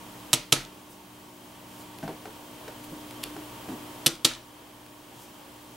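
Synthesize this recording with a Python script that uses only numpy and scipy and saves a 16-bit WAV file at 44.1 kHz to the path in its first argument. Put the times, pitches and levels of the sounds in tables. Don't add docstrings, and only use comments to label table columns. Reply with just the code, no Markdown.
import sys
import numpy as np
from scipy import signal
from scipy.fft import rfft, irfft, next_fast_len
from scipy.io import wavfile
from scipy.ndimage import map_coordinates

SR = 44100
rng = np.random.default_rng(int(sys.argv[2]) if len(sys.argv) > 2 else 0)


def master(y):
    cut = np.clip(np.atleast_2d(y).T, -1, 1)
    pcm = np.round(cut * 32767)
    wavfile.write(sys.argv[1], SR, pcm.astype(np.int16))


def gain_from_decibels(decibels):
    exponent = np.asarray(decibels, float) / 20
    return 10 ** exponent


N = 254016

# (time [s], first level [dB], second level [dB], third level [dB], brightness [dB])
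ROCKS = [
    (0.3312, -1, -5, -20, -1),
    (0.5224, -7, -1, -4, -3.5),
    (4.0618, -4, -4, -4, 1),
    (4.247, -5.5, 1, -7, -7),
]
# (thump [dB], nearness to the edge [dB], rattle [dB], room drive [dB])
RAPS = [
    (-22.5, 2, -20, 3.5),
    (-20.5, .6, -18, 6.5),
    (-23.5, -13, -19, 0),
    (-25.5, -20, -19, 6),
]
TOUCH_S = .0014


def unit(x):
    return x / np.sqrt(np.mean(x ** 2) + 1e-20)


def along(points, hz):
    f, v = np.transpose(points)
    return np.interp(np.log(hz + 1), np.log(f + 1), v)


def wobble(rate_hz):
    knots = rng.standard_normal(int(N * rate_hz / SR) + 4)
    return map_coordinates(knots, [np.arange(N) * rate_hz / SR])


def filtered(x, response):
    n = x.shape[-1]
    m = next_fast_len(n + 4096)
    return irfft(rfft(x, m) * response(np.fft.rfftfreq(m, 1 / SR)), m)[..., :n]


def noise(size, spectrum):
    return unit(filtered(rng.standard_normal(size), lambda hz: gain_from_decibels(along(spectrum, hz))))


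def rush(spectrum):
    # (frequency [Hz], left-right likeness [-1 to 1])
    likeness = [(60, 0.96), (130, 0.96), (290, 0.77), (640, 0.7), (1410, 0.4), (3100, 0.54), (6820, 0.61),
                (15000, 0.86)]

    def mid_side(hz):
        turn = np.arccos(np.clip(along(likeness, hz), -1, 1)) / 2
        return gain_from_decibels(along(spectrum, hz)) * [np.cos(turn), np.sin(turn)]

    mid, side = filtered(rng.standard_normal((2, N)), mid_side)
    return unit(np.array([mid + side, mid - side]))


def add(track, s, x):
    track[round(s * SR):][:len(x)] += x


def ring(t, hz, t60_s, attack_s):
    return gain_from_decibels(-60 * t / t60_s) * np.sin(2 * np.pi * hz * t) * (1 - np.exp(-t / attack_s))


def gain_control():
    ducked = [-4.2, -4, -5.3, -4.5]
    lag_db, lag_s, hold_s, rise_db_per_s, ceiling_db = 0.3, 0.099, 0.59, 2.5, 1.5
    t, gain_db = np.arange(N) / SR, np.zeros(N)
    for (s, *_), ducked_db in zip(ROCKS, ducked):
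        since = np.maximum(t - s, 0)
        climb_db = rise_db_per_s * np.maximum(since - hold_s, 0)
        back_db = np.minimum(ducked_db + climb_db, ceiling_db)
        gain_db = np.where(t > s, back_db + lag_db * np.exp(-since / lag_s), gain_db)
    return gain_db


def mains_hum():
    # (multiple of the mains [1], level [dB])
    harmonics = [(1, -14), (2, -4.5), (3, -35), (4, -5), (5, 2), (6, -7), (9, -11), (10, -11)]
    t, mains_hz = np.arange(N) / SR, 60
    return sum(gain_from_decibels(db + 2.3 * wobble(6)) * np.sin(2 * np.pi * (k * mains_hz * t + rng.random()))
               for k, db in harmonics)


def blade_tone():
    # (time [s], level [dB])
    fade = [(0, -2.5), (1.9, -3), (2.4, -14.5), (5.76, -18)]
    t = np.arange(N) / SR
    level_db = np.interp(t, *np.transpose(fade)) + 1.4 * wobble(4.66)
    return gain_from_decibels(level_db) * np.sin(2 * np.pi * 189.5 * t + 1.25 * wobble(3.48))


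def fan(gain_db):
    # (frequency [Hz], level [dB per Hz])
    turbulence = [(25, -23), (100, 0.5), (190, 1), (400, 1), (620, -4), (760, 0), (930, 2.5), (1150, -2.5),
                  (1300, -6.5), (2000, -10), (2600, -9), (3150, -6), (3700, -13), (6000, -24)]
    # (frequency [Hz], width [Hz], level [dB])
    duct = [(633, 35, -14.5), (921.5, 19, -12.5), (1120, 54, -15), (3150, 60, -19.5)]
    # (time [s], level [dB])
    airflow = [(0, -0.2), (1.4, 0.1), (1.8, 2), (2.15, 0.2), (3.8, 1.13), (5.3, -.6), (5.76, -0.2)]
    air = gain_from_decibels(-2 + 0.86 * wobble(9)) * rush(turbulence) + gain_from_decibels(-5.0) * (mains_hum() + blade_tone())
    for hz, width_hz, db in duct:
        skirt, half = 3 * width_hz, width_hz / 2
        air += gain_from_decibels(db) * rush([(hz - skirt, -40), (hz - half, -3), (hz, 0), (hz + half, -3), (hz + skirt, -40)])
    level_db = -46.5 + gain_db + np.interp(np.arange(N) / SR, *np.transpose(airflow))
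    return gain_from_decibels(level_db) * air


def microphone(gain_db):
    # (frequency [Hz], level [dB per Hz])
    hiss = [(500, 3.5), (3000, 0.5), (8000, -0.5), (15500, -3)]
    t, scan_hz, beat_hz = np.arange(N) / SR, 15734.3, 12.93
    twin = -.65 * np.sin(2 * np.pi * (scan_hz * t + beat_hz * (t - 1.1)))
    whistle = gain_from_decibels(-11) * (np.sin(2 * np.pi * scan_hz * t) + twin)
    return gain_from_decibels(-54.5 + gain_db) * (gain_from_decibels(3.5) * rush(hiss) + whistle)


def contacts():
    # (time [s], peak level [dB])
    snaps = [
        (0.3375, -7),
        (0.5289, -11),
        (4.0679, -7.5),
        (4.2536, -8.5),
    ]
    # (time [s], peak level [dB])
    lifts = [(.605, -39), (.612, -35), (.65, -31.5), (4.153, -31.5), (4.3124, -36), (4.337, -29),
             (4.351, -29)]
    knock_gap_s, snap_bright_db, lift_bright_db = .0027, 11, -13
    touches = []
    for s, *dbs, bright_db in ROCKS:
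        touches += [(s + k * knock_gap_s, db, bright_db) for k, db in enumerate(dbs)]
    touches += [(s, db, snap_bright_db) for s, db in snaps]
    return touches + [(s, db, lift_bright_db) for s, db in lifts]


def pad_case():
    # (frequency [Hz], level [dB], t60 [s], share of brightness [0-1])
    case_modes = [(2930, -20, 0.0091, 0.19), (3110, -6.5, 0.014, 0.97), (3550, -0.5, 0.016, 0),
                  (4080, -8, 0.013, 0.71), (5200, 1.5, 0.0038, 0), (6220, -1, 0.0039, 1),
                  (8000, 4, 0.0054, 0.52), (10720, 0, 0.003, 1)]
    echo_s, echo_db, echo_hz = .01, -10.5, 5000
    out, t = np.zeros((2, N + SR)), np.arange(SR // 20) / SR
    for s, db, bright_db in contacts():
        luck = rng.standard_normal((len(case_modes), 2))
        modes = sum(gain_from_decibels(level + share * bright_db + 2 * a) * ring(t, hz * (1 + 0.051 * b), t60, 4e-5)
                    for (hz, level, t60, share), (a, b) in zip(case_modes, luck))
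        colour = [(800, -45), (3500, 1.5), (6000, bright_db / 2), (11000, bright_db - 3.0),
                  (13500, bright_db - 14), (16500, bright_db - 19)]
        for side in out:
            add(side, s, gain_from_decibels(db - 12.5 - 60 * t / 0.004) * noise(len(t), colour))
        crack = gain_from_decibels(db - 26) * unit(gain_from_decibels(-60 * t / 0.015) * noise(len(t), colour))
        add(out.T, s, (crack - gain_from_decibels(db - 10.5) * modes)[:, None])
    echo = filtered(out[:, :N], lambda hz: 1j * hz / (echo_hz + 1j * hz))
    add(out.T, echo_s, gain_from_decibels(echo_db) * echo.T)
    return out[:, :N]


def table_top():
    # (frequency [Hz], level [dB], t60 [s], group [0 low, 1 middle, 2 upper])
    table_modes = [(129.3, 5, 0.076, 0), (153, -1.5, 0.065, 0), (255, -5, 0.13, 1), (330, 5, 0.069, 1),
                   (447, -6.5, 0.093, 1), (624, -8.5, 0.09, 2), (942, 1, 0.033, 2), (1270, 1.5, 0.042, 2),
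                   (1405, -13, 0.1, 2)]
    # (frequency [Hz], level [dB per Hz])
    rattle_colour = [(240, -63), (400, 0), (781, -9.5), (1430, -6), (1750, -14.5), (3940, -5.5),
                     (12100, -15), (15700, -32), (16500, -53)]
    out, t = np.zeros(N + SR), np.arange(SR // 4) / SR
    for (knock_s, *_), (thump_db, upper_db, rattle_db, _) in zip(ROCKS, RAPS):
        group_db = (0, -2.5 - 0.33 * upper_db, upper_db)
        luck = rng.standard_normal(len(table_modes))
        thump = sum(gain_from_decibels(level + group_db[group]) * ring(t, hz * (1 + 0.034 * b), t60, 0.0069)
                    for (hz, level, t60, group), b in zip(table_modes, luck))
        rattle = noise(len(t), rattle_colour) * gain_from_decibels(-60 * t / 0.091) * (1 - np.exp(-(t / 0.0015) ** 2))
        add(out, knock_s - TOUCH_S, gain_from_decibels(thump_db + 1.5) * thump)
        add(out, knock_s, gain_from_decibels(rattle_db) * rattle)
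    return out[:N]


def case_to_walls():
    # (frequency [Hz], level [dB per Hz])
    wall_colour = [(200, -32), (500, -4), (1300, -15), (1900, 0.5), (3500, 3.5), (6500, -1.5), (11000, -10),
                   (14000, -23), (16500, -30)]
    pulses = np.zeros(N)
    for (knock_s, *_), (*_, drive_db) in zip(ROCKS, RAPS):
        pulses[round((knock_s - TOUCH_S) * SR)] = gain_from_decibels(drive_db + 10)
    return filtered(pulses, lambda hz: gain_from_decibels(along(wall_colour, hz)))


def room(x):
    # (frequency [Hz], t60 [s])
    room_t60 = [(150, 0.32), (1000, 0.35), (3000, 0.32), (8000, 0.26), (12000, 0.27), (15500, 0.1)]
    out, step = np.zeros((2, N + SR)), SR // 5
    for start in range(0, N, step):
        piece = x[start:start + step]
        if np.abs(piece).max() < 1e-5:
            continue
        common, apart = rng.standard_normal(SR // 2), rng.standard_normal((2, SR // 2))
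        hz, t, z = signal.stft(common + 0.69 * apart, SR, nperseg=256)
        own = np.clip(hz / 900, .2, 1)[:, None]
        z[1] = z[1] * own + z[0] * (1 - own)
        decay = gain_from_decibels(-60 * t / along(room_t60, hz)[:, None])
        tail = signal.istft(z * decay, SR, nperseg=256)[1]
        wet = signal.fftconvolve(piece[None], tail / np.linalg.norm(tail[0]), axes=1)
        out[:, start + 300:][:, :wet.shape[1]] += wet
    return out[:, :N]


def table_legs():
    # (time [s], level [dB])
    sways = [(.36, -51), (.56, -44), (2.03, -51), (2.88, -54), (3.24, -53), (4.1, -54), (4.29, -51)]
    out, t = np.zeros(N + SR), np.arange(SR // 3) / SR
    for s, db in sways:
        add(out, s, gain_from_decibels(db + 13.5) * ring(t, 35, 0.23, 0.053))
    return out[:N]


def stamp_knocks():
    # (time [s], level [dB], pitch [Hz])
    pings = [
        (.561, -31, 1410),
        (.603, -39, 1510),
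        (3.242, -36, 2790),
        (4.311, -34.5, 1400),
    ]
    # (time [s], level [dB], body pitch [Hz], snap [dB])
    presses = [(2.0288, -31, 274, -12.5), (2.03, -31, 168, -30), (2.032, -31.5, 674, -23),
               (2.0783, -36.5, 737, -2.5), (2.087, -31, 321, -20), (2.09, -32.5, 512, -20),
               (2.2555, -39, 466, -3.5), (2.265, -36.5, 435, -20), (2.6792, -35, 500, -4.5),
               (2.9205, -31, 255, -28), (3.255, -42, 408, -15), (3.365, -34, 330, -8.5),
               (3.686, -25, 256, -19), (3.72, -32.5, 244, -23), (3.75, -38, 256, -22)]
    ping_snap_db = -23
    out, t = np.zeros(N + SR), np.arange(SR // 4) / SR
    for s, db, hz, snap_db in presses + [(*ping, ping_snap_db) for ping in pings]:
        t60_s = 0.18 * (hz / 300) ** -0.57
        body = noise(len(t), [(hz / 4, -26), (hz * 0.37, -3), (hz, 0), (hz * 1.4, -7),
                              (hz * 3.03, -15), (hz * 9, -36)])
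        knock = 0.47 * body * gain_from_decibels(-60 * t / t60_s) * (1 - np.exp(-t / 0.002))
        knock += 0.75 * ring(t, hz, t60_s * 0.7, 0.00081)
        knock += 0.65 * ring(t, hz * 1.24, t60_s * 0.65, 0.0012)
        snap = noise(len(t), [(300, 0), (900, -4.0), (1900, -5.5), (2600, -10.0), (12000, -26.0)])
        snap *= gain_from_decibels(snap_db + 3 - 60 * t / 0.048)
        edge = gain_from_decibels(snap_db + 7.0) * (ring(t, 1440, 0.0094, 1e-4) + ring(t, 770, 0.023, 1e-4))
        add(out, s, gain_from_decibels(db) * (knock + snap + edge))
    return out[:N]


def scuffs():
    # (time [s], length [s], level [dB], centre [Hz])
    brushes = [
        (.92, 0.048, -54.5, 8000),
        (1.78, .17, -54, 430),
        (1.81, 0.035, -53, 7000),
        (2.846, 0.013, -47, 3400),
        (5.22, 0.12, -54, 5940),
    ]
    out = np.zeros(N + SR)
    for s, length_s, db, hz in brushes:
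        u = np.arange(round(2 * length_s * SR)) / SR / length_s - 1
        swell = np.cos(np.pi * u / 2) ** 2
        add(out, s - length_s, gain_from_decibels(db) * swell * noise(len(u), [(hz / 4, -14), (hz, 0), (hz * 2, -4)]))
    return out[:N]


def ink_ticks():
    # (time [s], peak level [dB])
    releases = [(1.791, -51), (1.987, -35.5), (2.843, -40), (2.921, -50), (3.1102, -33), (3.1135, -42),
                (3.2318, -32), (3.2359, -23.5), (3.2392, -19), (3.248, -46), (3.259, -46), (4.8645, -42)]
    # (frequency [Hz], level [dB per Hz])
    ink_colour = [(500, -28), (1200, -9), (2700, 4), (4500, 4), (6500, -5.5), (10500, 1), (13000, -2),
                  (15500, -24)]
    out, t = np.zeros(N + SR), np.arange(SR // 4) / SR
    for s, db in releases:
        out[round(s * SR)] = -gain_from_decibels(db + 14.5)
        add(out, s, gain_from_decibels(db - 9 - 60 * t / .007) * rng.standard_normal(len(t)))
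    return filtered(out, lambda hz: gain_from_decibels(along(ink_colour, hz)))[:N]


def scene():
    gain_db = gain_control()
    background = fan(gain_db) + microphone(gain_db)
    case, wood = pad_case(), table_top()
    card = stamp_knocks() + scuffs() + ink_ticks()
    dull_card = filtered(card, lambda hz: 1 / (1 + (1j * hz / 5000)))
    to_room = gain_from_decibels(-10.5) * case_to_walls() + gain_from_decibels(-10.0) * wood + gain_from_decibels(-8.5) * dull_card
    right = gain_from_decibels([[-.9], [.9]])
    near = case * right + wood + card + room(to_room)
    near = filtered(near, lambda hz: (1j * hz / (80 + 1j * hz)) ** 3)
    return near + table_legs() + background


def top_cut(x):
    return signal.sosfilt(signal.butter(12, 17130, fs=SR, output="sos"), x)


def record(dry):
    top_hz = 15770
    clipped = np.clip(dry, -.82, .82)
    kept = filtered(clipped, lambda hz: np.where(hz < top_hz, 1, gain_from_decibels(-36 - (hz - top_hz) / 40)))
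    return top_cut(kept)


dry = scene()
out = record(dry)
master(out)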